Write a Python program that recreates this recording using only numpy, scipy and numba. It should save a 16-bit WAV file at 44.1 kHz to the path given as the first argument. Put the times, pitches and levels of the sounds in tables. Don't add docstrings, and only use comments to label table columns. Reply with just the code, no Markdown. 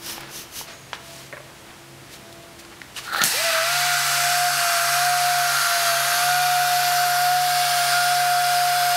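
import sys
import numpy as np
from scipy import signal
from scipy.fft import rfft, irfft
from scipy.io import wavfile
from scipy.ndimage import uniform_filter1d
from numba import njit

SR = 44100
rng = np.random.default_rng(int(sys.argv[2]) if len(sys.argv) > 2 else 0)


def dump_mix(stems):
    frames = np.atleast_2d(stems).T
    limited = np.clip(frames, -1, 1)
    pcm = np.round(limited * 32767).astype(np.int16)
    wavfile.write(sys.argv[1], SR, pcm)


def boost(x):
    u = np.asarray(x, float) / 20
    return 10 ** u


N = 395136
TIME = np.arange(N) / SR
START_S = 3.25


def gate_between(start_s, end_s):
    return uniform_filter1d(1. * ((TIME >= start_s) & (TIME <= end_s)), size=441)


def curves(table):
    s, *columns = np.transpose(table)
    return [np.interp(TIME, s, column) for column in columns]


def unit(x):
    return x / np.sqrt(np.mean(x ** 2))


def noise():
    return rng.standard_normal(N)


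def colour(x, points):
    hz, db = np.transpose(points)
    f = np.arange(N // 2 + 1) * SR / N + 1
    gain = boost(np.interp(np.log(f), np.log(hz), db))
    return unit(irfft(rfft(x) * gain, N))


@njit
def svf(x, hz, width):
    y, b, l = np.empty(len(x)), 0., 0.
    for i in range(len(x)):
        g, k = np.tan(np.pi * hz[i] / SR), width / hz[i]
        v = (b + g * (x[i] - l)) / (1 + g * (g + k))
        b, l, y[i] = 2 * v - b, l + 2 * g * v, k * v
    return y


def band(x, hz, width):
    return svf(x, np.full(N, float(hz)), float(width))


def smooth(x, k):
    return uniform_filter1d(uniform_filter1d(x, k), k)


def walk(rate):
    k = int(SR / rate)
    return unit(smooth(np.repeat(rng.standard_normal(N // k + 1), k), k)[:N])


def patchy(points, patchy_db, width_hz, count):
    spectrum, out = rfft(colour(noise(), points)), 0
    k = max(int(width_hz * N / SR), 1)
    for i, draw in enumerate(rng.standard_normal((count, N // 2 + 1))):
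        ripple = 2 * np.tanh(unit(smooth(draw, k)) / 2)
        fade = np.clip(1 - np.abs(TIME / TIME[-1] * (count - 1) - i), 0, 1)
        out = out + fade * irfft(spectrum * boost(patchy_db * ripple), N)
    return unit(out)


def swell(s, width):
    return np.exp(-.5 * ((TIME - s) / width) ** 2)


def rise(full_db, lack_db, rise_s, drift_db):
    t = np.maximum(TIME - START_S, 0)
    return full_db + lack_db * np.exp(-t / rise_s) + drift_db * t


def ring(hz, t60, length=.15):
    t = TIME[:int(length * SR)]
    onset = 1 - np.exp(-10 * hz * t)
    return np.sin(2 * np.pi * hz * t) * np.exp(-np.log(1000) * t / t60) * onset


def add(out, s, sound):
    i = int(s * SR)
    out[i:i + len(sound)] += sound


def butter(x, order, hz, kind):
    return signal.sosfilt(signal.butter(order, hz, kind, fs=SR, output="sos"), x)


# f/Hz, relative level/dB
VENTILATION = [(20, -24), (60, -1), (117, 1.5), (200, -1.5), (350, -3), (700, -4), (2600, -8),
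               (11000, -17.5), (16000, -25)]
# middle f/Hz, middle level/dB (sine peak against the ventilation's rms)
MACHINES = [(134.6, -12), (203, -21.5), (339.1, -10.5), (672.9, -16.5)]


def hall():
    tones = 0
    for f, db in MACHINES:
        turn = 2 * np.pi * f * np.cumsum(1 + 0.00407 * walk(9)) / SR
        tones = tones + boost(db + 5.9 * walk(4.95)) * np.sin(turn)
    rumble = boost(0.29 * walk(5.67)) * colour(noise(), VENTILATION)
    return boost(-44.5) * (rumble + tones)


def room(x):
    t60_s, tail_db = 0.6, -12.5
    t = TIME[:SR // 2]
    tail = rng.standard_normal(len(t)) * np.exp(-np.log(1000) * t / t60_s) * (t > .004)
    tail = signal.lfilter([.4], [1, -.6], tail)
    tail = tail / np.sqrt(np.sum(tail ** 2))
    return x + boost(tail_db) * signal.fftconvolve(x, tail)[:N]


# (dB per octave, roughly)
SWISHES = [(.2, 0.11, -41, -7), (.71, 0.03, -42.5, -5), (.947, 0.011, -38, -5), (1.15, 0.084, -43, -1.5),
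           (1.71, 0.023, -45, -8.5), (2.14, 0.025, -43, -1.5), (2.6, 0.0089, -39.5, -1.5),
           (2.73, 0.012, -43, -9), (2.978, 0.016, -32.5, -2.5), (3.05, 0.04, -39.5, -2)]


def rustle():
    boost_db = np.minimum(4 * rng.exponential(size=N), 12) * (rng.random(N) < .05)
    crackle = noise() * boost(boost_db)
    out = 0
    for s, width, db, tilt in SWISHES:
        points = [(200, -20 - 3 * tilt), (1500, -6 - 2 * tilt), (4500, 0),
                  (12000, 3 * tilt - 4), (16000, 4 * tilt - 10)]
        out = out + boost(db) * swell(s, width) * colour(crackle, points)
    return boost(1.6 * walk(90)) * out


# peak t/s, width t/s, mist level/dB, nozzle f/Hz
SQUEEZES = [(.1, 0.047, -32.5, 5250), (.375, 0.042, -35.5, 6160), (.583, 0.033, -32, 6230)]
# f/Hz, relative level/dB
MIST_COLOUR = [(1500, -6.5), (3500, -3), (5500, 0.5), (7900, -7), (10600, -3), (13900, -5), (16000, -12)]


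def spray():
    mist, jet = colour(noise(), MIST_COLOUR), noise()
    low_tone = boost(-13.0) * unit(band(jet, 3000, 300))
    out = 0
    for s, width, db, hz in SQUEEZES:
        nozzle = boost(-7.5) * unit(band(jet, hz, 450))
        out = out + boost(db) * swell(s, width) * (mist + nozzle + low_tone)
    empty_s, decay_s = .7, .15
    fade = (TIME > empty_s) * np.exp(-np.abs(TIME - empty_s) / decay_s)
    out = out + boost(-49) * fade * unit(band(jet, 6600, 200))
    return out * boost(0.91 * walk(146.5))


# t/s, ring level/dB
# (before filtering), ring f/Hz, cycles to fade by 60 dB, crack level/dB
CLICKS_AND_CLACKS = [(.18, -22, 840, 12, -33), (.207, -40, 6000, 5, -35), (.612, -22.5, 923, 12, -45),
                     (0.9314, -9, 1280, 4, -21.5), (2.327, -25, 3800, 9, -39), (2.65, -34, 2200, 8, -39),
                     (2.817, -17.5, 1930, 11, -37), (2.964, -25, 2910, 94, -37),
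                     (2.986, -23, 2720, 36, -39), (2.99, -27, 1130, 27, -45), (3.147, -7.5, 1330, 14, -26),
                     (3.16, -9.5, 1490, 14, -29), (3.214, -19, 190, 8, -45), (3.237, -15, 159, 6.5, -43),
                     (3.217, -15, 1630, 11, -11.5), (3.224, -7, 1510, 12, -19), (3.238, -24, 4200, 8, -4),
                     (3.245, -11, 4150, 12, -9)]


def clicks():
    out = np.zeros(N)
    for s, ring_db, hz, cycles, crack_db in CLICKS_AND_CLACKS:
        add(out, s, boost(ring_db) * butter(ring(hz, cycles / hz), 2, hz / 2, "high"))
        crack = butter(rng.standard_normal(800), 3, [hz / 2, min(3.3 * hz, 15000)], "band")
        add(out, s, boost(crack_db) * unit(crack) * np.exp(-TIME[:800] / 0.0038))
    return out


# t/s, peak level/dB, hardness (dB per octave)
LANDINGS = [(1.327, -20, 6), (1.334, -24, -5), (1.343, -29, 5), (1.369, -25.5, 5), (1.377, -28, -3),
            (1.403, -32, -10)]
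# middle f/Hz, t/s to fade by 60 dB
BOTTLE_TONES = [(590, 0.06), (1100, 0.047), (1500, 0.035), (1750, 0.045), (2100, 0.027)]


def bottle():
    out = np.zeros(N)
    for s, db, hard in LANDINGS:
        blow = 0
        for f, t60 in BOTTLE_TONES:
            level_shade, pitch_shade = rng.standard_normal(2)
            tone_db = hard * np.log2(f / 1100) + 2 * level_shade
            blow = blow + boost(tone_db) * ring(f * (1 + 0.052 * pitch_shade), t60)
        add(out, s, boost(db) * blow / np.max(np.abs(blow)))
    return out


def knocks():
    return butter(clicks() + bottle(), 2, 150, "high")


# t/s, low whistle level/dB, high whistle level/dB, hiss level/dB
INRUSH = [(3.04, -58, -60, -37), (3.08, -35, -46, -44), (3.14, -26, -38, -33), (3.2, -32, -37, -30.5),
          (3.222, -22, -25, -20.5), (3.26, -40, -27, -25), (3.36, -46, -32, -36)]


def valve():
    low_db, high_db, hiss_db = curves(INRUSH)

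    def whistle(hz):
        narrow = band(band(noise(), hz, 300), hz, 300)
        return unit(narrow) * boost(2.7 * walk(90))

    points = [(60, -30), (650, -7.5), (800, 3.5), (1050, -20),
              (3200, -9), (4250, 0.5), (5300, -16.0), (16000, -17)]
    hiss = colour(noise(), points) * boost(3.2 * walk(120))
    air = boost(low_db) * whistle(1380) + boost(high_db) * whistle(1790) + boost(hiss_db) * hiss
    return gate_between(INRUSH[0][0], INRUSH[-1][0]) * air


# f/Hz, relative level/dB
EXHAUST_COLOUR = [(3000, -28), (5500, -4), (9500, -6.5), (12000, -5.5), (14000, -16), (16000, -20)]


def exhaust(pressure):
    hiss = boost(0.26 * pressure) * patchy(EXHAUST_COLOUR, patchy_db=4.5, width_hz=120, count=10)
    blast_db = 17.5 * np.exp(-np.abs(TIME - START_S) / 0.085)
    return boost(rise(-15, -15, rise_s=0.48, drift_db=0.09) + blast_db) * hiss


# middle f/Hz, width f/Hz, relative level/dB
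RESONANCES = [(1319, 52, -3.5), (1178, 21, -11.5), (1540, 54, 1.5)]


def housing(turn):
    air = noise() * (1 + 0.12 * np.cos(turn))
    peaks = 0
    for f, width, db in RESONANCES:
        centre = f * (1 + 0.016 * walk(2.5))
        peaks = peaks + boost(db) * svf(air, centre, float(width)) / np.sqrt(width)
    broad = band(band(air, 1400, 580), 1400, 580)
    roar = unit(unit(peaks) + boost(-1.5) * unit(broad))
    touch_db = 11.6 * swell(3.57, 0.06)
    return boost(rise(-13, -26, rise_s=0.51, drift_db=-0.41) + touch_db) * roar


# f/Hz, relative level/dB
SCRUB_COLOUR = [(60, -56), (200, -25.5), (550, -18), (750, -1.5), (980, -8.5), (2100, -4.5), (3400, -5.5),
                (4700, -1), (6000, -9), (8000, -17.5)]
# peak t/s, width t/s, f/Hz, level/dB
SINGING = [(5.6, 0.53, 4480, -28), (8.5, 1, 5100, -23)]


def pad(pressure):
    scrub = boost(.7 * pressure) * patchy(SCRUB_COLOUR, patchy_db=3.6, width_hz=50, count=15)
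    peak_s, rise_db_per_s, fall_db_per_s = 3.5, 80, 3.5
    rasp_db = -21.5 - np.maximum(rise_db_per_s * (peak_s - TIME), fall_db_per_s * (TIME - peak_s))
    out = boost(rise(-13.5, -7.5, rise_s=1.15, drift_db=0.3)) * scrub
    out = out + boost(rasp_db) * unit(band(scrub, 2300, 1140))
    for s, width, hz, db in SINGING:
        out = out + boost(db) * swell(s, width) * unit(band(scrub, hz, 91))
    return out


# t/s, shaft f/Hz, whine level/dB
ROTOR = [(3.44, 136, -11), (3.53, 130.3, -12.5), (3.61, 130.3, -12), (3.74, 141.8, -15.5),
         (3.9, 142.3, -11), (4.1, 140.1, -16), (4.46, 142.4, -9), (4.8, 137, -15.5), (5.06, 142.6, -9.5),
         (5.32, 142.6, -5.5), (5.6, 139.3, -16), (5.94, 137.7, -10), (6.36, 144.2, -7.5), (7.14, 142.1, -7),
         (7.38, 144.7, -4.5), (7.86, 141, -9), (8.08, 142.7, -6), (8.96, 142.1, -5.5)]


def rotor():
    load_hz, whine_db = curves(ROTOR)
    rest_s, spin_up_s = 3.183, .228
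    climb = np.maximum((TIME - rest_s) / spin_up_s, .1)
    spin = (1 + climb ** -14) ** (-1 / 14)
    turn = 2 * np.pi * np.cumsum(spin * load_hz * (1 + 0.0022 * walk(40))) / SR
    return load_hz, whine_db, spin, turn


# shaft multiple (rounded in use), level/dB at the start, drift (dB per s)
SHAFT_TONES = [(2.02, -44.5, -1), (3, -53, 2.5), (4.01, -43, 2), (10.04, -19.5, 0.76), (19.55, -36.5, 1.47),
               (24, -35, 1.2)]
# t/s, shaft multiple, width t/s, depth level/dB
TONE_DIPS = [(3.431, 5, 0.0068, -12), (3.52, 5, 0.0057, -12), (4.02, 5, 0.037, -6), (4.55, 5, 0.033, -9),
             (5.58, 5, 0.053, -9.5), (6.08, 5, 0.067, -7.5), (4.73, 1, 0.082, -7), (5.72, 1, 0.07, -8),
             (6.17, 1, 0.046, -7)]


def motor_tones(load_hz, whine_db, spin, turn):
    def dip_db(multiple):
        return sum(db * swell(s, width) for s, k, width, db in TONE_DIPS if round(k) == multiple)

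    rough_db = (0.2 + 5.5 * (1 - spin ** 4)) * walk(70)
    whine = boost(whine_db + dip_db(5) + 1.2 * walk(14) + rough_db) * np.sin(5 * turn)
    hum_db = -30.5 + 0.7 * (load_hz - 141) + dip_db(1) + 0.53 * walk(18)
    hum = boost(hum_db) * np.sin(turn)
    others = 0
    for k, db, drift_db in SHAFT_TONES:
        level_db = db + drift_db * (TIME - START_S) + 3.0 * walk(13)
        others = others + boost(level_db) * np.sin(round(k) * turn + k * k)
    slow_db = -16 * (1 - spin ** 7)
    tones = boost(slow_db) * (whine + others) + spin ** 2 * hum
    return np.sqrt(2) * boost(rise(-0.5, -9.5, rise_s=0.76, drift_db=0)) * tones


def polisher():
    load_hz, whine_db, spin, turn = rotor()
    pressure = walk(7.7)
    tones = motor_tones(load_hz, whine_db, spin, turn)
    running = tones + housing(turn) + pad(pressure) + exhaust(pressure)
    return gate_between(START_S, np.inf) * running


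def squeeze(x):
    threshold_db, ratio, memory_s = -23, 5.16, 0.048
    keep = np.exp(-1 / (memory_s * SR))
    power_db = 10 * np.log10(signal.lfilter([1 - keep], [1, -keep], x ** 2) + 1e-12)
    return x * boost(-np.maximum(power_db - threshold_db, 0) * (1 - 1 / ratio))


def scene():
    near = rustle() + spray() + knocks() + valve()
    return np.tile(hall() + room(near) + polisher(), (2, 1))


def band_limit(x):
    return signal.sosfilt(signal.butter(12, 16170, fs=SR, output="sos"), x)


def record(dry):
    kept = np.arange(N // 2 + 1) * SR / N < 15730
    mix = irfft(rfft(squeeze(dry)) * kept, N)
    return band_limit(mix)


dry = scene()
out = record(dry)
dump_mix(out)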